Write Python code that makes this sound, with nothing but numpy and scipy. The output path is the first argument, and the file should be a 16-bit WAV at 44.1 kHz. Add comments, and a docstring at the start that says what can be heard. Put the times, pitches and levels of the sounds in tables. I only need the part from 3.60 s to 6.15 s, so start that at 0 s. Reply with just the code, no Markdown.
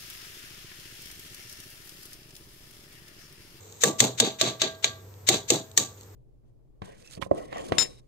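"""In a kitchen, a plastic spatula chops nine times through raw rice onto the floor of a coated metal bowl.
A faint hiss leads up to each crack on the metal, then rice is shoved along: all coloured random clicks.
The bowl thuds (grain rumble, sine knocks) and rings (struck modes). Stray grains tick, a few trickle.
A hum and hiss lie beneath. Two microphone ports, the left one nearer."""
import sys
import numpy as np
from scipy import signal
from scipy.fft import rfft, irfft, next_fast_len
from scipy.io import wavfile

SR = 44100
rng = np.random.default_rng(int(sys.argv[2]) if len(sys.argv) > 2 else 0)


def store_pcm(level_fs):
    """Save levels as 16-bit WAV."""
    pcm = np.round(np.clip(level_fs, -1, 1) * 32767).astype(np.int16)
    wavfile.write(sys.argv[1], SR, np.atleast_2d(pcm).T)


N = 112454
T = np.arange(N) / SR


def amp(db):
    """Decibels to a linear factor."""
    return 10 ** (np.asarray(db) / 20)


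def rms_one(x):
    """Scale to rms 1."""
    return x / np.sqrt(np.mean(x ** 2) + 1e-20)


def at_hz(points, hz):
    """Read a curve of (Hz, value) points, straight between points on a log frequency axis."""
    point_hz, values = np.array(points).T
    return np.interp(np.log(hz + 1), np.log(point_hz), values)


def colour(x, spectrum, size=4096, unit=True):
    """Causal (minimum-phase) filter of the given spectrum; with unit, white noise keeps its power."""
    hz = np.arange(size // 2 + 1) * SR / size
    cepstrum = irfft(np.log(amp(at_hz(spectrum, hz))))
    # folding the cepstrum forward in time makes the phase minimum
    cepstrum[1:size // 2] *= 2
    cepstrum[size // 2 + 1:] = 0
    pulse = irfft(np.exp(rfft(cepstrum)))
    if unit:
        pulse = pulse / np.sqrt(np.sum(pulse ** 2))
    return signal.fftconvolve(x, pulse[None] if x.ndim > 1 else pulse, axes=-1)[..., :N]


def grains(per_s, spread_db):
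    """Two unrelated trains of random clicks of uneven size; rms 1."""
    sizes = amp(spread_db * np.minimum(rng.exponential(1, (2, N)), 4))
    signs = rng.choice([-1, 1], (2, N))
    return rms_one(sizes * signs * (rng.random((2, N)) < per_s / SR))


def ring(x, hz, t60):
    """Two-pole resonance: a unit click sets a decaying sine of starting height 1 ringing."""
    r, w = amp(-60 / (t60 * SR)), 2 * np.pi * hz / SR
    return signal.lfilter([0, np.sin(w)], [1, -2 * r * np.cos(w), r * r], x + 1e-18)


def drift(rate_hz):
    """Slow random wandering, rms 1: noise through two equal low-pass poles."""
    r = np.exp(-2 * np.pi * rate_hz / SR)
    settled = signal.lfilter([1], [1, -2 * r, r * r], rng.standard_normal(N + SR))[SR:]
    return rms_one(settled)


def fall(start, db, db_per_s, hold=0., rise=0.00038):
    """Envelope: short rise, hold, then a steady fall in dB."""
    attack = np.clip((T - start) / rise, 0, 1)
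    return attack * amp(db - db_per_s * np.clip(T - start - hold, 0, 1))


def ports(pair, likeness, lag_s):
    """Blend two unrelated signals into left and right of given likeness; the right port hears later."""
    size = next_fast_len(N + 256)
    hz = np.arange(size // 2 + 1) * SR / size
    alike = np.clip(at_hz(likeness, hz), 0, 1)
    shared, opposed = rfft(pair, size) / np.sqrt(2)
    shared, opposed = np.sqrt(1 + alike) * shared, np.sqrt(1 - alike) * opposed
    late = np.exp(-2j * np.pi * hz * lag_s)
    return irfft([shared + opposed, (shared - opposed) * late], size)[:, :N]


def pan(x, db):
    """Raise the left over the right by db in all; a negative value leans right."""
    return x * amp([[db / 2], [-db / 2]])


# Spectrum of the room hiss. Each row: frequency in Hz, relative level in dB.
AIR_SPECTRUM = [(30, -30.5), (95, -11), (157, -19.5), (283, -27.5), (454, -18), (603, -32), (944, -32),
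                (2940, -47), (5000, -47), (6800, -45), (8500, -45), (13000, -34)]
# Stereo match of the hiss. Each row: frequency in Hz, left-right likeness from 0 to 1.
AIR_LIKENESS = [(60, 0.95), (300, 0.76), (1500, 0.067), (8000, 0.12)]
# The hum swells and sinks. Each row: time in seconds, mean level in dB.
HUM_LEVELS = [(0, -50.5), (.2, -57), (1.2, -59), (1.4, -47), (1.7, -43), (1.9, -60), (2.2, -47.5),
              (2.55, -47)]
AIR_DB, HUM_HZ, HUM_WAVER_DB = -48, 98.4, 1.9


def air():
    """Room noise as coloured hiss, plus a wavering sine hum that is the same at both ports."""
    hum_db = np.interp(T, *np.transpose(HUM_LEVELS)) + HUM_WAVER_DB * drift(3.0)
    hum = np.sqrt(2) * amp(hum_db) * np.sin(2 * np.pi * HUM_HZ * T)
    hiss = ports(colour(rng.standard_normal((2, N)), AIR_SPECTRUM), AIR_LIKENESS, 0)
    return amp(AIR_DB) * hiss + hum


# Loose grains trickling back. Each row: start in seconds, level in dB, hold in seconds.
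TRICKLES = [(0, -55, 0.3), (2.367, -58, 0.062)]
# Spectrum of sliding rice. Each row: frequency in Hz, relative level in dB.
SLIDE_SPECTRUM = [(500, -21), (1100, -13.5), (1500, -6.5), (2180, -3.5), (3080, -3.5), (3900, 1),
                  (5020, -8.5), (6780, 5), (8500, -3), (13000, -2.5)]


def trickles():
    """Faint sliding of grains at the start and after the last chop: sparse, fairly even clicks."""
    env = sum(fall(s, db, 220, hold, 0.007) for s, db, hold in TRICKLES)
    return colour(env * grains(1400.0, 1.6), SLIDE_SPECTRUM)


# Stray grains that drop. Each row: start in seconds, level in dB.
TICKS = [(0.1237, -27), (1.54, -31), (2.1143, -28), (2.41, -31.5), (2.4322, -36.5)]
# Spectrum of grain on metal. Each row: frequency in Hz, relative level in dB.
CRACK_SPECTRUM = [(300, -9), (630, -3.5), (1230, -14.5), (1650, -17), (3240, -4), (3830, 1), (5070, -11),
                  (6800, 3.75), (8500, -3.5), (13000, -4.5)]
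CRACK_GRAINS_PER_S, CRACK_SPREAD_DB = 6000, 2.5
CRUSH_CREST_DB = 8.5  # taken off a listed level to set the level of its grain burst
TICK_T60_S = 0.0082


def ticks():
    """Single grains drop: very short bursts of clicks with the colour of the cracks."""
    env = sum(fall(s, db - CRUSH_CREST_DB, 60 / TICK_T60_S) for s, db in TICKS)
    return colour(env * grains(CRACK_GRAINS_PER_S, CRACK_SPREAD_DB), CRACK_SPECTRUM)


# The nine chops. Each row: start in seconds, crack level in dB, lead-in hiss length in seconds,
# lead-in hiss level in dB, shove level in dB, shove and thud hold in seconds, thud level in dB,
# boom level in dB, ring levels of the low, middle and high bowl modes in dB, upper-treble gain in dB,
# slap pitch in Hz, slap level in dB, rasp level in dB.
CHOPS = [(0.2357, -3, 0.032, -31.5, -30.5, 0.038, -24.5, -66, -36.5, -31.5, -43, 0.5, 1736, -18, -38.5),
         (0.4025, 1.5, 0.02, -25.5, -29, 0.047, -25, -27, -35, -41, -50, -2.5, 1930, -26, -30),
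         (.6, 3.5, 0.028, -28, -31, 0.068, -29, -32.5, -35, -41.5, -42, -8.8, 2700, -30, -27.5),
         (.812, 1.5, 0.028, -28.5, -28, 0.065, -30.5, -34.5, -32, -33.5, -40, -11.3, 1630, -30.5, -27),
         (1.017, 2, 0.025, -29, -27.5, 0.034, -32.5, -49.5, -35.5, -37, -35.5, -17, 2410, -26.5, -26),
         (1.2431, -0.5, .02, -28, -29, 0.018, -38, -45, -38, -41.5, -38.5, -14.5, 2520, -23, -30),
         (1.688, 4, 0.023, -23, -27, 0.055, -28, -32, -37, -38.5, -65, -6, 2050, -27, -27.5),
         (1.902, -1.5, .026, -32.5, -30.5, 0.044, -27, -32, -32.5, -40, -56, -1.5, 2700, -23.5, -30.5),
         (2.1751, -3, 0.012, -31, -33, 0.036, -34.5, -40, -62, -36.5, -61, 2.5, 1850, -24.5, -35)]
(START_S, CRACK_DB, LEAD_S, LEAD_IN_DB, SHOVE_DB, HOLD_S, THUD_DB, BOOM_DB,
 _, _, _, BRIGHT_DB, SLAP_HZ, SLAP_DB, RASP_DB) = np.transpose(CHOPS)
SLIDE_GRAINS_PER_S, LEAD_IN_SPREAD_DB = 8100, 3.0


def lead_in():
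    """A faint hiss of clicks that leads up to each crack and stops there."""
    env = 0
    for s, lead, db in zip(START_S, LEAD_S, LEAD_IN_DB):
        env = env + amp(db) * np.clip((T - s + lead) / 0.018, 0, 1) * (T < s)
    return colour(env * grains(SLIDE_GRAINS_PER_S, LEAD_IN_SPREAD_DB), SLIDE_SPECTRUM)


# Knocks of the bowl in its housing. Each row: start in seconds, level in dB, pitch in Hz.
KNOCKS = [(.235, -12.5, 482), (.266, -14, 388), (.297, -19.5, 330), (.41, -18.5, 240), (.428, -17, 426),
          (.608, -20.5, 245), (.625, -15, 455), (0.828, -17, 363), (.866, -26, 660), (1.032, -19.5, 368),
          (1.242, -28, 415), (1.697, -16, 353), (1.7, -19.5, 763), (1.748, -25, 391), (1.903, -15, 478),
          (1.916, -11, 346.5), (1.95, -20, 321), (2.176, -25.5, 415)]
# Spectrum of the rumble. Each row: frequency in Hz, relative level in dB.
THUD_SPECTRUM = [(50, -58.5), (120, 1.5), (230, 2), (400, 1.1), (780, -6.5), (1000, -11.5), (1500, -25),
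                 (3000, -51)]
THUD_RISE_S, THUD_FALL_DB_PER_S, LUMPS_PER_S = 0.022, 251, 1100
HOUSING_HZ, HOUSING_T60_S, HOUSING_DB = 410, .25, -42
KNOCK_T60_S, KNOCK_RISE_S, KNOCK_SIDE = 0.059, 0.0071, .3
BOOM_HZ, BOOM_T60_S, BOOM_PUSH_S = 124, 0.47, 0.015  # the push is both rise and hold


def thuds():
    """The loose bowl in its housing: a lumpy rumble, single sine knocks, and the housing's slow boom."""
    env = sum(fall(s, db, THUD_FALL_DB_PER_S, hold, THUD_RISE_S)
              for s, db, hold in zip(START_S, THUD_DB, HOLD_S))
    lumps = env * grains(LUMPS_PER_S, 2.2)
    out = colour(lumps, THUD_SPECTRUM) + amp(HOUSING_DB) * ring(lumps, HOUSING_HZ, HOUSING_T60_S)
    for s, db, hz in KNOCKS:
        knock = fall(s, db, 60 / KNOCK_T60_S, 0, KNOCK_RISE_S) * np.sin(2 * np.pi * hz * (T - s))
        out += knock * [[np.sqrt(2)], [KNOCK_SIDE]]  # mostly in the shared part, some in the opposed
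    for s, db in zip(START_S, BOOM_DB):
        push = fall(s, db, 60 / BOOM_T60_S, BOOM_PUSH_S, BOOM_PUSH_S)
        out[0] += np.sqrt(2) * push * np.sin(2 * np.pi * BOOM_HZ * (T - s))
    return out


CRACK_T60_S, FIRST_TOUCH_DB = .035, 7
SLAP_T60_S, SLAP_RING_S = 0.035, 0.0068  # fall of the driving grains, T60 of the resonance


def cracks():
    """A sharp first touch, grains crushed between blade and metal, the flat of the blade landing."""
    env = sum(fall(s, db - CRUSH_CREST_DB, 60 / CRACK_T60_S) for s, db in zip(START_S, CRACK_DB))
    crush = env * grains(CRACK_GRAINS_PER_S, CRACK_SPREAD_DB)
    for s, db in zip(START_S, CRACK_DB):
        crush[0, int((s + .001) * SR)] += amp(db + FIRST_TOUCH_DB)
    flat = grains(CRACK_GRAINS_PER_S, CRACK_SPREAD_DB)
    slaps = 0
    for s, hz, db in zip(START_S, SLAP_HZ, SLAP_DB):
        landing = fall(s, db - CRUSH_CREST_DB, 60 / SLAP_T60_S) * flat
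        slaps = slaps + ring(landing, hz, SLAP_RING_S)
    return colour(crush, CRACK_SPECTRUM) + slaps


# Metal bowl, most modes in close pairs that beat.
# Each row: frequency in Hz, relative level in dB, T60 in seconds, index of the ring column in CHOPS.
BOWL_MODES = [(648, 0, .55, 8), (657, -4, .4, 8), (1157, 0, .4, 9), (1172, -4, .3, 9), (1604, 0, .4, 10),
              (1617, -5, .3, 10), (1960, -10, .4, 10)]
MODE_SCATTER_DB, SHOVE_DRIVE = 1.5, .0015


def bowl(rice):
    """Every chop strikes each mode with a strength of its own; the moving rice keeps it going."""
    out, rows = 0, np.array(CHOPS)
    scatter = rng.normal(0, MODE_SCATTER_DB, (len(rows), len(BOWL_MODES)))
    for k, (hz, db, t60, column) in enumerate(BOWL_MODES):
        clicks = SHOVE_DRIVE * rice
        clicks[0, (START_S * SR).astype(int)] += amp(rows[:, int(column)] + scatter[:, k])
        out = out + amp(db) * ring(clicks, hz, t60)
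    return out


SHOVE_FALL_DB_PER_S, RASP_FALL_DB_PER_S = 298.5, 253.5
GRIT_DB, GRIT_RATE_HZ = 1.5, 120


def shove(levels_db, db_per_s):
    """Rice pushed over the floor of the bowl: raw grain contacts whose level wanders quickly."""
    env = sum(fall(s, db, db_per_s, hold, .006) for s, db, hold in zip(START_S, levels_db, HOLD_S))
    return env * amp(GRIT_DB * drift(GRIT_RATE_HZ)) * grains(SLIDE_GRAINS_PER_S, 5.2)


# Short resonances that the moving rice drives. Each row: frequency in Hz, gain in dB, T60 in seconds.
RASP_MODES = [(773, -38, .08), (3450, -33, .025), (3720, -33, .035), (3890, -32, .045), (4120, -33, .025),
              (4480, -35, .03), (6140, -35, .04), (6800, -33, .04), (7300, -36, .03)]


def rasp(rice):
    """Short resonances of blade and bowl wall under the moving rice."""
    return sum(amp(db) * ring(rice, hz, t60) for hz, db, t60 in RASP_MODES)


BRIGHT_HZ = 4900  # the gain acts above this


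def brighten(x):
    """Each chop lands at another angle and place: its upper treble has a level of its own."""
    # a chop's gain holds from its lead-in hiss until the next one; the first also covers the opening
    which = np.clip(np.searchsorted(START_S - LEAD_S, T) - 1, 0, None)
    low = signal.sosfilt(signal.butter(4, BRIGHT_HZ, "low", fs=SR, output="sos"), x)
    high = signal.sosfilt(signal.butter(4, BRIGHT_HZ, "high", fs=SR, output="sos"), x)
    return low + amp(BRIGHT_DB[which]) * high


ROOM_T60_S, ROOM_DB = 0.47, -24


def kitchen(x):
    """A dying wash of reflections: decaying noise, different at each port."""
    t = T[:SR // 3]
    echoes = rng.standard_normal((2, len(t))) * amp(-60 * t / ROOM_T60_S) * (t > .003)
    echoes = echoes / np.sqrt(np.sum(echoes ** 2, axis=1, keepdims=True))
    return amp(ROOM_DB) * signal.fftconvolve(x, echoes, axes=1)[:, :N]


# Stereo match of the grain sounds. 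Each row: frequency in Hz, left-right likeness from 0 to 1.
GRAIN_LIKENESS = [(60, 0.99), (250, 1), (700, 0.18), (2000, 0.25), (8000, 0.23)]
# Stereo match of thuds and bowl. Each row: frequency in Hz, left-right likeness from 0 to 1.
BODY_LIKENESS = [(60, 0.99), (250, 0.87), (700, 0.58), (2000, 0.17)]
GRAIN_LAG_S, BODY_LAG_S = 0.0004645, 0.00016
LEAD_IN_PAN_DB, BOWL_PAN_DB = 5, -2


def scene():
    """Grain sounds, thuds and bowl at the two ports, then reflections and room air."""
    rice = shove(SHOVE_DB, SHOVE_FALL_DB_PER_S)
    rasping = rasp(shove(RASP_DB, RASP_FALL_DB_PER_S))
    chopping = brighten(ticks() + cracks() + colour(rice, SLIDE_SPECTRUM) + rasping)
    near = ports(chopping + trickles(), GRAIN_LIKENESS, GRAIN_LAG_S)
    near = near + ports(thuds(), BODY_LIKENESS, BODY_LAG_S)
    near = near + pan(ports(bowl(rice), BODY_LIKENESS, BODY_LAG_S), BOWL_PAN_DB)
    near = near + pan(ports(brighten(lead_in()), GRAIN_LIKENESS, GRAIN_LAG_S), LEAD_IN_PAN_DB)
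    return near + kitchen(near) + air()


# Microphone response. Each row: frequency in Hz, gain in dB.
MIC_RESPONSE = [(30, -13.5), (80, -5), (8450, 5), (8850, -11.5), (11300, -34.5), (11650, -3.5),
                (15400, -8.5), (16000, -32)]
TOP, CUTOFF_HZ = .88, 16900  # amplitude that rounded peaks approach, stopband edge


def record(dry):
    """The microphone has a deep dip in the upper treble; the highest peaks are rounded; the top is cut."""
    heard = colour(dry, MIC_RESPONSE, unit=False)
    heard = heard / (1 + (np.abs(heard) / TOP) ** 6) ** (1 / 6)
    return signal.sosfilt(signal.cheby2(12, 70, CUTOFF_HZ, fs=SR, output="sos"), heard)


dry = scene()
out = record(dry)
store_pcm(out)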